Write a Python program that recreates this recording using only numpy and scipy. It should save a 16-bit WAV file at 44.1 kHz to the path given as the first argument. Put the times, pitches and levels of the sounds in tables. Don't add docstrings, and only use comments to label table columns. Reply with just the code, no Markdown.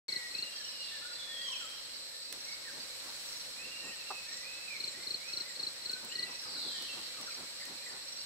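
import sys
import numpy as np
from scipy import signal
from scipy.fft import rfft, irfft
from scipy.io import wavfile
from scipy.ndimage import map_coordinates

SR = 44100
rng = np.random.default_rng(int(sys.argv[2]) if len(sys.argv) > 2 else 0)


def store_wav(level_fs):
    pcm = np.round(np.clip(np.atleast_2d(level_fs), -1, 1) * 32767)
    wavfile.write(sys.argv[1], SR, pcm.T.astype(np.int16))


N = 363825
TIME = np.arange(N) / SR
FREQS = np.maximum(np.fft.rfftfreq(N, 1 / SR), 1)

# t/s of the first full stroke, stroke spacing/s, level/dB
NEAR_CHIRPS = [(.0892, .0358, -27.2), (.3497, .038, -27.7), (4.8025, .038, -29), (5.0717, .0358, -27.7),
               (5.335, .036, -28.3), (5.597, .036, -28.2), (5.8588, .0372, -28.7), (6.1558, .0366, -27.4)]
HIGH_CHIRPS = [0.559, 1.476, 2.400, 3.278, 4.282, 5.278, 6.306, 7.219, 8.081]
# start/s, end/s
FAR_BOUTS = [(.548, 1.55), (1.933, 2.95), (7.027, 8.25)]
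INSECT_CHIPS = [1.604, 3.831, 4.32, 4.87, 5.473, 6.073, 6.703, 7.84]
# t/s, length/s, start f/Hz, middle f/Hz, end f/Hz, level/dB, pan/dB
WHISTLES = [(0.061, 0.12, 2250, 2180, 2115, -55, 2), (0.103, 0.18, 2000, 1932, 1897, -54.5, 8),
            (0.323, .19, 2400, 2760, 2810, -59, 8), (0.511, 0.18, 3200, 3166, 3000, -60.5, 0),
            (.57, 0.054, 1800, 1747, 1730, -62, 0), (0.628, 0.29, 2950, 2866, 2730, -58.5, -8),
            (0.859, 0.063, 2800, 2650, 2330, -60, -4), (0.901, 0.089, 1810, 1764, 1680, -57.5, -2),
            (1.01, 0.13, 1330, 1471, 1360, -58, 10.5), (1.078, 0.19, 4060, 3940, 3930, -56.5, -2),
            (1.267, 0.19, 1800, 1880, 1890, -59.5, 7), (1.517, 0.072, 2835, 2560, 2470, -58, -3),
            (1.606, 0.06, 1480, 1364, 1240, -58, 8), (2.455, 0.12, 2050, 2216, 2215, -60, -6),
            (2.645, 0.07, 2048, 1762, 1490, -59, 0), (3.54, 0.4, 2232, 2777, 2470, -57.5, -8.5),
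            (3.81, 0.15, 1800, 1858, 1814, -60.5, 0), (3.891, 0.047, 2550, 2880, 3060, -56, 5),
            (3.987, 0.049, 2800, 2680, 2580, -58, -9), (4.053, 0.16, 2860, 2600, 2633, -57.5, -13),
            (4.24, 0.24, 1690, 1927, 1974, -61, -1), (4.417, 0.28, 2300, 2625, 2510, -58, -9),
            (4.671, 0.11, 2620, 2382, 2130, -53.5, -13), (4.927, 0.12, 1780, 2020, 2095, -63, -6),
            (5.206, 0.12, 2080, 2480, 2550, -60, -15), (5.27, 0.19, 1280, 1416, 1486, -67.5, 6),
            (5.406, 0.13, 1700, 1990, 1815, -60.5, 0), (5.86, 0.14, 1400, 1507, 1500, -62.5, 8),
            (6.088, 0.057, 2600, 2800, 3160, -56, 6), (6.109, 0.18, 1790, 1963, 1930, -55.5, 2),
            (6.245, 0.14, 2843, 2596, 2610, -60, -2), (6.735, 0.11, 1850, 1820, 1790, -61, 4),
            (6.881, 0.065, 2750, 2704, 2735, -54.5, 0)]
# t/s, length/s, end f/Hz, level/dB
LOW_CHIRPS = [(1.479, 0.058, 990, -65.5), (6.42, 0.022, 1540, -59), (6.45, 0.034, 1185, -60),
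              (6.55, 0.043, 1400, -59.5), (7.137, 0.014, 1503, -59), (7.167, 0.044, 1155, -59.5),
              (7.262, 0.041, 1367, -58), (7.303, 0.033, 2220, -58.5), (7.597, 0.058, 1870, -53),
              (7.86, 0.048, 1826, -53.5)]
# t/s, f/Hz, level/dB
FALLING_CALLS = [
    [(.63, 5700, -53), (.70, 4850, -48), (.82, 4080, -46), (.89, 3530, -49.5), (1.02, 3380, -64)],
    [(1.14, 3570, -51), (1.22, 3443, -45.5), (1.33, 3327, -46), (1.46, 3207, -41), (1.56, 2950, -47)],
    [(6.36, 5260, -47), (6.46, 4910, -44), (6.56, 4230, -33), (6.66, 3385, -44), (6.79, 3000, -49),
     (6.94, 2670, -60)],
]
# rasp/share of pitch, direct level/dB, echo t60/s
CALL_VOICES = [(0.057, -12, 1.4), (0.0127, -7, 1.17), (.04, -10, 1.86)]
CLUCK_HARMONICS = [-11.5, 0, 0.5, -15]
# t/s, level/dB, pan/dB
TICKS = [(2.326, -35, -9), (5.916, -39, 0), (6.048, -40.5, -6), (6.42, -45, -5), (6.823, -38.5, -2),
         (7.212, -39, 4), (7.654, -41, -6)]
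# t/s, body level/dB, brush offset/dB
RUSTLE_PUFFS = [(2.35, -73.5, -4), (2.78, -69, -5), (3.08, -73, 3), (3.67, -70.5, -22), (3.87, -67.5, -4.5),
                (4.35, -75, -16), (4.99, -71.5, -10), (5.63, -75, 2), (6.05, -66.5, -6), (6.22, -71.5, -14),
                (6.30, -70.5, 1), (6.48, -72, -0.5), (6.57, -70.5, -3), (6.67, -66, -5), (6.82, -70, -4),
                (6.98, -67.5, -1), (7.22, -68, -5), (7.41, -67.5, -2), (7.71, -67, -6), (7.94, -71, 1.5)]
# f/Hz, level/dB
HISS_SPECTRUM = [(25, -4.5), (100, -4.5), (300, -2), (450, -3), (800, -2.5), (1300, -1), (2000, 2.5),
                 (3400, 1.5), (4800, 0.5), (6500, -1), (8600, -4.5), (9100, -5.5), (13000, -11),
                 (15600, -15.5)]
# f/Hz, left-right correlation
HISS_CORRELATION = [(60, -0.11), (1400, 0.26), (3100, -0.2), (7000, 0.028)]
# t/s, level/dB
HISS_SWELL = [(0.3, -62.5), (0.74, -65.5), (1.05, -64), (2.62, -62), (3.29, -57), (3.64, -62),
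              (6.43, -63.5), (6.81, -61), (7.05, -60.5), (8.25, -65)]
# f/Hz, width/Hz, level/dB, left-right correlation
CHORUS_BANDS = [(537.6, 70, -65, 0.34), (4167, 460, -48.2, -0.34), (4770, 270, -58, -0.28),
                (5417, 310, -55.5, -0.14), (7953, 595, -54, 0.11), (11800, 1100, -65.5, -0.022)]


def near_cricket(stroke_s=.017, weak_stroke_db=-11, shortfall_kept=.15):
    song, undertone = np.zeros((2, N)), np.zeros((2, N))
    for full_stroke_s, gap_s, peak_db in NEAR_CHIRPS:
        for k in range(4):
            s = full_stroke_s + (k - 1) * gap_s - .0046
            db = peak_db + weak_stroke_db * shortfall_kept ** k
            add(song, s, from_db(db) * falling_tone(hz=4227, fall_hz=547, length_s=stroke_s, lead=-1.1))
            low_tone = falling_tone(hz=317, fall_hz=480, length_s=stroke_s, lead=.55)
            add(undertone, s, from_db(db - 20) * low_tone)
    direct = song + undertone
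    echoes = wood_echo(direct[0], t60=.075, build_s=.001)
    return from_db(-2.5) * direct * panned(4.5) + from_db(-7.5) * echoes * panned(-2)


def falling_tone(hz, fall_hz, length_s, lead):
    u = np.linspace(0, 1, int(length_s * SR))
    pitch = (hz + fall_hz * (.5 - u)) * (1 + .005 * wander(len(u), 600))
    phase = 2 * np.pi * (np.cumsum(pitch) / SR + rng.random())
    grain = from_db(1.2 * wander(len(u), 500))
    envelope = np.sin(np.pi * u) ** 1.1 * grain
    return envelope * np.sin(phase + np.array([[lead], [0]]))


def stridulation(starts, db, strokes, gap_s, wet_db, **stroke):
    out = np.zeros((2, N))
    for s in starts:
        for k in range(strokes):
            add(out, s + k * gap_s, from_db(db + rng.normal(0, 1)) * falling_tone(**stroke))
    return out + from_db(wet_db) * wood_echo(out[0], t60=.075, build_s=.0052)


def answering_insects(far_period_s=.289, aside_rad=2.7):
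    high = stridulation(HIGH_CHIRPS, db=-40.5, strokes=4, gap_s=.0405, wet_db=-7,
                        hz=5610, fall_hz=593, length_s=.0175, lead=aside_rad)
    far_chirps = np.concatenate([np.arange(start, end, far_period_s) for start, end in FAR_BOUTS])
    far = stridulation(far_chirps, db=-43, strokes=2, gap_s=.024, wet_db=-9.5,
                       hz=4630, fall_hz=450, length_s=.02, lead=aside_rad)
    chips = stridulation(INSECT_CHIPS, db=-52.5, strokes=2, gap_s=.031, wet_db=4.5,
                         hz=7460, fall_hz=905, length_s=.0275, lead=.59)
    return high + far * panned(-3.2) + chips


def songbirds(chirp_drop=.154):
    song, chirps = np.zeros((2, N)), np.zeros((2, N))
    for s, length_s, from_hz, middle_hz, to_hz, db, pan_db in WHISTLES:
        add(song, s, from_db(db) * panned(pan_db) * whistle(length_s, from_hz, middle_hz, to_hz))
    for s, length_s, hz, db in LOW_CHIRPS:
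        chirp = whistle(length_s, hz * (1 + chirp_drop), hz * (1 + chirp_drop / 4), hz, rasp=.073)
        add(chirps, s, from_db(db) * chirp)
    send = from_db(-.6) * song.mean(0) + from_db(-2) * chirps.mean(0)
    echo = wood_echo(send, t60=1.0, build_s=.0026)
    return from_db(7) * (from_db(-.5) * (song + chirps) + echo)


def whistle(length_s, from_hz, middle_hz, to_hz, waver=.0119, rasp=.035, flutter_db=3.5):
    u = np.linspace(-1, 1, max(int(length_s * SR), 64))
    arc = middle_hz + (to_hz - from_hz) / 2 * u + ((to_hz + from_hz) / 2 - middle_hz) * u ** 2
    steepness = np.tanh(np.abs(np.gradient(arc)) * SR / 7000)
    pitch = arc * (1 + waver * wander(len(u), 83.7) + rasp * steepness * wander(len(u), 449))
    envelope = from_db(flutter_db * wander(len(u), 87.5)) * signal.windows.tukey(len(u), .3)
    return envelope * np.sin(2 * np.pi * np.cumsum(pitch) / SR + np.array([[1.1], [0]]))


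def falling_calls(overtone_db=-22):
    out = np.zeros((2, N))
    for call, (rasp, direct_db, t60) in zip(FALLING_CALLS, CALL_VOICES):
        s, hz, level_db = np.transpose(call)
        t, voice = np.arange(s[0], s[-1], 1 / SR), np.zeros(N)
        effort = from_db(np.interp(t, s, level_db)) * signal.windows.tukey(len(t), .1)
        pitch = np.interp(t, s, hz) * (1 + rasp * effort / effort.max() * wander(len(t), 350))
        ragged = from_db(3 * wander(len(t), 55) - 1)
        phase = 2 * np.pi * np.cumsum(pitch) / SR
        add(voice, s[0], effort * ragged * (np.sin(phase) + from_db(overtone_db) * np.sin(2 * phase)))
        out += from_db(direct_db) * voice + wood_echo(voice, t60=t60, build_s=.0066)
    return from_db(2.8) * out


def cluck(start_s=4.1, pitch_hz=378, attack_s=.007, decay_s=.011):
    t, out = TIME[:SR // 10], np.zeros(N)
    phase = 2 * np.pi * np.cumsum(pitch_hz * (1 + .14 * wander(len(t), 520))) / SR
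    note = sum(from_db(db) * np.sin(k * phase + rng.uniform(0, 2 * np.pi))
               for k, db in enumerate(CLUCK_HARMONICS, 1))
    envelope = (1 - np.exp(-(t / attack_s) ** 2)) * np.exp(-t / decay_s)
    add(out, start_s, from_db(-29) * note * envelope)
    return out * panned(-1) + from_db(-11) * wood_echo(out, t60=.22, build_s=.005)


def ticks(snap_s=.0018, tail_s=.018, tail_db=-16):
    envelope, t = np.zeros((2, N)), TIME[:SR // 10]
    snap = np.exp(-t / snap_s) + from_db(tail_db) * np.exp(-t / tail_s)
    for s, db, pan_db in TICKS:
        add(envelope, s, from_db(db) * panned(pan_db) * snap)
    return envelope * noise(band(4400, 6200), correlation=.42)


def rustling(width_s=.033):
    body, brush = np.zeros(N), np.zeros(N)
    for s, db, brush_db in RUSTLE_PUFFS:
        puff = np.exp(-np.minimum(((TIME - s) / width_s) ** 2 / 2, 50))
        body += from_db(db) * puff
        brush += from_db(db + brush_db) * puff
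    return (from_db(11) * body * noise(band(292, 296), correlation=.77)
            + from_db(13.5) * brush * noise(band(950, 560), correlation=.23))


def distant_warblers(count=80, centre_hz=2200, span_octaves=.81, slur=.1454):
    notes = np.zeros(N)
    for k, (when, length, height, bend) in enumerate(rng.random((count, 4))):
        hz = centre_hz * 2 ** (span_octaves * (height - .5))
        note = whistle(.0582 + .1223 * length, hz * (1 + slur * (2 * bend - 1)), hz, hz)[0]
        add(notes, (k + when) / count * N / SR, note)
    return from_db(-62) * wood_echo(notes, t60=.25, build_s=.0056)


def background_hiss(fade_span_s=(1.74, 2.324), fade_db=-3.5, crossover_hz=6000):
    swell_db = np.interp(TIME, *np.transpose(HISS_SWELL))
    swell_db -= swell_db.mean()
    dip_db = np.interp(TIME, fade_span_s, [0, fade_db], right=0)
    hiss = from_db(-50.5 + dip_db) * noise(from_db(at_hz(HISS_SPECTRUM)), at_hz(HISS_CORRELATION))
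    body = signal.sosfiltfilt(signal.butter(2, crossover_hz, fs=SR, output="sos"), hiss)
    treble = hiss - body
    return body * from_db(.85 + .29 * swell_db) + treble * from_db(-2 + 1.27 * swell_db)


def chorus():
    out = np.zeros((2, N))
    for hz, width_hz, db, correlation in CHORUS_BANDS:
        shimmer_db = 1.1 * wander(N, 50) + .3 * wander(N, 4.4)
        out += noise(band(hz, width_hz), correlation) * from_db(db + shimmer_db)
    return out


def wood_echo(x, t60, build_s):
    t = TIME[:2 * SR]
    tail = rng.standard_normal((2, len(t))) * from_db(-60 * t / t60) * (1 - np.exp(-t / build_s))
    tail /= np.sqrt(np.sum(tail ** 2, axis=1, keepdims=True))
    return signal.fftconvolve(np.atleast_2d(x), tail, axes=1)[:, :N]


def noise(spectrum, correlation):
    mid, side = rfft(rng.standard_normal((2, N)))
    correlation = np.clip(correlation, -.99, .99)
    stereo = np.sqrt(1 + correlation) * mid + np.sqrt(1 - correlation) * side * [[1], [-1]]
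    x = irfft(spectrum * stereo, N)
    return x / np.sqrt(np.mean(x ** 2) + 1e-20)


def band(hz, width_hz):
    return 1 / (1 + ((FREQS ** 2 - hz ** 2) / (FREQS * width_hz * np.pi / 2)) ** 2)


def wander(size, rate_hz):
    knots = rng.standard_normal(1024)
    return map_coordinates(knots, [np.arange(size) / SR * rate_hz], order=2, mode="wrap")


def at_hz(points):
    hz, value = np.transpose(points)
    return np.interp(np.log(FREQS), np.log(hz), value)


def from_db(db):
    return 10 ** (np.asarray(db) / 20)


def panned(pan_db):
    return from_db(np.array([[pan_db], [-pan_db]]) / 2)


def add(out, s, sound):
    i = max(round(s * SR), 0)
    part = sound[..., :max(N - i, 0)]
    out[..., i:i + part.shape[-1]] += part


def scene():
    insects = answering_insects() + near_cricket()
    birds = songbirds() + distant_warblers() + falling_calls() + cluck()
    return insects + birds + ticks() + (rustling() + background_hiss() + chorus()) * panned(-.93)


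def record(dry, start_s=.082, cutoff_hz=15700):
    lowpass = signal.ellip(12, .1, 70, cutoff_hz, fs=SR, output="sos")
    return signal.sosfilt(lowpass, dry * (TIME >= start_s))


dry = scene()
out = record(dry)
store_wav(out)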